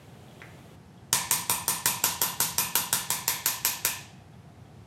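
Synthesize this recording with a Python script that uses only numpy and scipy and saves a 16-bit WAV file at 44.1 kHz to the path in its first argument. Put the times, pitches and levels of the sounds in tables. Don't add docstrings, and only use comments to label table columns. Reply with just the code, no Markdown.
import sys
import numpy as np
from scipy import signal
from scipy.fft import rfft, irfft
from scipy.io import wavfile
from scipy.ndimage import uniform_filter1d

SR = 44100
rng = np.random.default_rng(int(sys.argv[2]) if len(sys.argv) > 2 else 0)


def boost(x):
    u = np.asarray(x, float) / 20
    return 10 ** u


def int16_out(signal):
    q = np.round(np.clip(np.atleast_2d(signal).T, -1, 1) * 32767)
    wavfile.write(sys.argv[1], SR, q.astype(np.int16))


N = 214673


def shade(x, points):
    hz, db = np.transpose(points)
    f = np.arange(len(x) // 2 + 1) * SR / len(x) + 1
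    gain = boost(np.interp(np.log(f), np.log(hz), db))
    return irfft(rfft(x) * gain, len(x))


def level(x, db):
    return x * boost(db) / np.sqrt(np.mean(x ** 2))


def fade(t, t60):
    return np.exp(-np.log(1000) * t / max(t60, 1e-3))


def rings(modes, db=0.):
    t = np.arange(SR // 4) / SR
    total = sum(boost(g) * np.sin(2 * np.pi * hz * t) * fade(t, t60) for hz, g, t60 in modes)
    return boost(db) * total


def add(out, sound, s):
    i = int(s * SR)
    out[i:i + len(sound)] += sound[:N - i]


def walk(rate):
    hold = int(SR / rate)
    steps = np.repeat(rng.standard_normal(N // hold + 1), hold)
    smooth = uniform_filter1d(uniform_filter1d(steps, hold), hold)
    return 0.71 * smooth[:N]


CENTRES_HZ = 30 * 2 ** np.arange(0, 9.5, .5)


def bands(x):
    f = np.arange(len(x) // 2 + 1) * SR / len(x) + 1
    place = 2 * np.log2(f / CENTRES_HZ[0])
    spectrum = rfft(x)
    return [irfft(spectrum * np.clip(1 - abs(place - k), 0, 1), len(x)) for k in range(len(CENTRES_HZ))]


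# (time [s], crack peak [dB], landing spot, shaft partials [dB],
# lower head ring [dB], upper head ring [dB])
BLOWS = [(1.128, -3, "rim", -21, -21, -35.5), (1.3101, -6.5, "rim", -28, -18.5, -23),
         (1.4959, -9.5, "low", -23, -19.5, -25), (1.6798, -10, "low", -28, -20.5, -26.5),
         (1.8569, -5, "low", -20.5, -20, -21.5), (2.039, -5.5, "centre", -21.5, -25.5, -25),
         (2.2154, -8, "centre", -21.5, -26.5, -21.5), (2.4023, -6.5, "centre", -28.5, -23.5, -22.5),
         (2.5817, -7, "low", -19, -22, -23.5), (2.7534, -6.5, "centre", -20, -23.5, -21),
         (2.9274, -6, "centre", -23.5, -22.5, -25), (3.1027, -8, "far", -27, -26, -27.5),
         (3.2788, -6.5, "far", -21, -39, -23.5), (3.4587, -7, "side", -25, -32, -22.5),
         (3.6484, -6.5, "side", -21, -43.5, -21.5), (3.8486, -6, "side", -19, -42, -25)]
# (frequency [Hz], level [dB])
CRACK = [(300, -23.5), (600, -27.5), (1500, -13), (2300, -7.5), (2900, -5.5), (3600, -1.5), (5000, -1.5),
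         (6500, 1.5), (8000, 0), (10200, -3.5), (12000, 2.5), (13200, -15.5), (15600, -15)]
# (frequency [Hz], level [dB])
BEAM = [(1000, 14.5), (3000, 1), (6300, 2), (8000, 5), (11000, -3.5), (15000, 6.5)]
ROOM_DB, ROOM_FOLLOWS = -5, 0.59
RING_START_HZ, RING_END_HZ, RING_RISE_S = 8770, 9260, 0.36


def head():
    out = np.zeros((3, N))
    t = np.arange(SR // 4) / SR
    habit = rng.standard_normal(len(t))
    burst = (t / .0008) ** 2 / (1 + (t / 0.001) ** 2) * fade(t, 0.0081)
    click = np.roll(shade(1. * (t == 0), CRACK), 60)[:200]
    for s, db, _, _, low_db, up_db in BLOWS:
        age = s - BLOWS[0][0]
        ring_hz = RING_END_HZ - (RING_END_HZ - RING_START_HZ) * np.exp(-age / RING_RISE_S)
        room_db = ROOM_DB + ROOM_FOLLOWS * (db + 5)
        crack = shade(.5 * habit + .85 * rng.standard_normal(len(t)), CRACK)
        crack = shade(crack, BEAM) * burst
        ring = rings([(ring_hz, low_db + 7, .009), (12190, up_db, .03),
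                      (12300, up_db + 3, .014), (14150, up_db - 19, .04)])
        aim = 0.72 * rng.standard_normal()
        add(out[0], boost(db) * crack / (32 * crack.std()) + ring, s + .0007)
        add(out[1], boost(room_db - db) * ring, s + .0005)
        add(out[1], boost(room_db + 10.5) * np.cos(aim) * click, s)
        add(out[2], boost(room_db + 12.5) * np.sin(aim) * click, s)
    return out


SEATED_S, SEATING_S = 3.17, .07


def seated(s):
    return 1 / (1 + np.exp((SEATED_S - s) / SEATING_S))


# (frequency [Hz], level [dB], t60 [s])
KNOCK = [(870, -17.5, 0.041), (967, -3.5, 0.022), (928, -3.5, 0.021), (1000.6, -4, 0.04),
         (1040, -2.5, 0.011), (1776, -5, 0.036)]
# (frequency [Hz], level [dB], t60 [s])
THUD = [(174.5, 1, 0.12), (320, -12.5, 0.018), (500, -10.5, 0.012)]
# (clack [Hz], clack [dB], partial [Hz], second partial [Hz],
# second partial against the first [dB])
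SPOTS = dict(rim=(1860, -25.5, 2200, 4100, -3), side=(1760, -24, 2485, 4500, -5),
         low=(1340, -24.5, 2475, 4570, -2), centre=(1440, -19.5, 2795, 3250, -4),
         far=(1850, -27.5, 2170, 3170, -1))
KNOCK_DB, KNOCK_SAG_DB_PER_S = -23, -2.5
THUD_DB, THUD_CHOKE_DB = -36, -9
CLACK_ROOM_DB = -10.5
PARTIAL_T60_S, GRIP_DETUNE, GRIP_DB = .011, .008, 1.5


def shaft():
    out = np.zeros((2, N))
    grips = rng.standard_normal((len(BLOWS), 2, len(KNOCK)))
    for (s, _, spot, up_db, *_), (detune, weight) in zip(BLOWS, grips):
        clack_hz, clack_db, hz, hz2, db2 = SPOTS[spot]
        knock_db = KNOCK_DB + KNOCK_SAG_DB_PER_S * (s - BLOWS[0][0])
        held = [(f * (1 + GRIP_DETUNE * a), g + GRIP_DB * b, d)
                for (f, g, d), a, b in zip(KNOCK, detune, weight)]
        knock = rings(held, knock_db - 7)
        partials = rings([(hz, 0, PARTIAL_T60_S), (hz2, db2, PARTIAL_T60_S)], up_db - 6)
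        clack = rings([(clack_hz, clack_db, .012)])
        thud = rings(THUD, THUD_DB + THUD_CHOKE_DB * seated(s))
        for way, clack_gain in zip(out, (1, boost(CLACK_ROOM_DB))):
            add(way, knock + partials + clack_gain * clack, s + .0012)
            add(way, thud, s + 0.0028)
    return out


# (time [s], level [dB], frequency [Hz], t60 [s])
CLICKS = [
    (0.284, -48, 3450, 0.012),
    (0.312, -47, 3250, 0.012),
    (.403, -43, 3300, 0.0073),
    (0.4174, -35.5, 1710, 0.0057),
    (0.4182, -28.5, 2070, 0.008),
    (0.4207, -47, 5800, 0.0055),
    (0.977, -57.5, 3300, 0.023),
    (4.335, -54, 3400, 0.015),
    (4.655, -60, 3300, .02),
]


def tools():
    out = np.zeros(N)
    for s, db, hz, t60 in CLICKS:
        add(out, rings([(hz, db, t60)]), s)
    return out


# (delay [ms], level [dB], dullness [0-1])
ECHOES = [(2.117, -10, 0), (4.49, -13, 0), (7.51, -6, 0.2), (18.07, -9.5, 0.2), (23.77, -13, 0.8),
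          (37.8, -9, 1)]


def echoes():
    response = np.zeros(SR // 10)
    response[0] = 1
    for ms, db, dull in ECHOES:
        dull = np.clip(dull, 0, .95)
        add(response, boost(db) * (1 - dull) * dull ** np.arange(200), ms / 1000)
    return response


# (frequency [Hz], t60 [s], level [dB])
TAIL = [(120, 0.82, -13.5), (301.4, 0.6, -15), (602, 0.86, -16), (990, 0.57, -10), (2130, 0.61, -9),
        (3900, 0.54, -11.5), (7900, 0.42, -11), (12530, 0.23, -8.5), (13600, 0.27, -14), (15500, 0.26, -13)]


def room():
    t = np.arange(SR) / SR
    hz, t60, db = np.transpose(TAIL)
    t60 = np.interp(np.log(CENTRES_HZ), np.log(hz), t60)
    db = np.interp(np.log(CENTRES_HZ), np.log(hz), db)
    parts = bands(rng.standard_normal(SR))
    tail = sum(boost(g - 15.0) * part * fade(t, d) for part, d, g in zip(parts, t60, db))
    return tail * (1 - np.exp(-(t / 0.0091) ** 2))


# (frequency [Hz], level [dB per Hz])
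AIR = [(30, -39), (60, -4), (100, -2), (160, -4.5), (256, -15), (405, -18), (575, -24.5), (720, -17.5),
       (990, -27), (1900, -31.5), (3400, -36.5), (4500, -38.5), (12500, -47), (14500, -62)]
# (frequency [Hz], level [dB per Hz])
HISS = [(600, 10), (1500, -3.5), (3300, -2.5), (5000, -12), (7800, -9.5), (10000, -13.5), (12500, -13),
        (15000, -22)]
AIR_DB = -49
SUCTION_DB, SUCTION_SWELL_DB, SUCTION_SWELL_S, SUCTION_SWELL_WIDTH_S = -58, 2, 0.49, 0.21
SUCTION_STOPS_S, SUCTION_RELEASE_S = .752, .012


def air():
    t = np.arange(N) / SR
    vents = sum(part * boost(.8 * walk(6)) for part in bands(shade(rng.standard_normal(N), AIR)))
    swell_db = SUCTION_SWELL_DB * np.exp(-((t - SUCTION_SWELL_S) / SUCTION_SWELL_WIDTH_S) ** 2)
    valve = np.clip(1 - (t - SUCTION_STOPS_S) / SUCTION_RELEASE_S, 0, 1)
    hiss = level(shade(rng.standard_normal(N), HISS), 2.2)
    return level(vents, AIR_DB) + boost(SUCTION_DB + swell_db) * valve * hiss


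def scene():
    front, side, other_side = head()
    body, clicks = shaft(), tools()
    paths = [(front + body[0] + clicks, echoes()),
             (side + body[1] + boost(-7.5) * clicks, room()),
             (other_side, room())]
    heard = sum(signal.fftconvolve(x, h)[:N] for x, h in paths)
    return (heard + air())[None]


STRICT_S, STRICT_WIDTH_S, STRICT_DB = 2.35, 0.64, 10


def mask_top(x, gap_db=26, whim_db=2.5):
    f, s, cells = signal.stft(x, SR, nperseg=1024)
    ring = np.mean(abs(cells[(f > 11500) & (f < 12800)]) ** 2, axis=0)
    whim = whim_db * walk(8)[np.minimum((s * SR).astype(int), N - 1)]
    strict = STRICT_DB * np.exp(-((s - STRICT_S) / STRICT_WIDTH_S) ** 4)
    limit = ring * boost(whim - gap_db + strict) ** 2
    for lo in range(13000, 16600, 600):
        band = (f >= lo) & (f < lo + 600)
        cells[band] *= np.mean(abs(cells[band]) ** 2, axis=0) > limit
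    return signal.istft(cells, SR, nperseg=1024)[1][:N]


def top_cut(x):
    return signal.sosfilt(signal.butter(12, 16970, fs=SR, output="sos"), x)


LOW_HZ, TOP_HZ = 82.5, 15800
PRE_RING_HZ, PRE_RING_WIDTH_HZ = 7500, 200


def record(dry):
    x = signal.sosfilt(signal.butter(4, LOW_HZ, "high", fs=SR, output="sos"), dry)
    r = np.exp(-np.pi * PRE_RING_WIDTH_HZ / SR)
    poles = [1, -2 * r * np.cos(2 * np.pi * PRE_RING_HZ / SR), r * r]
    x = signal.lfilter(poles[::-1], poles, x[:, ::-1])[:, ::-1]
    x = signal.sosfilt(signal.ellip(5, .2, 22, TOP_HZ, fs=SR, output="sos"), x)
    mix = mask_top(x[0])[None]
    return top_cut(mix)


dry = scene()
out = record(dry)
int16_out(out)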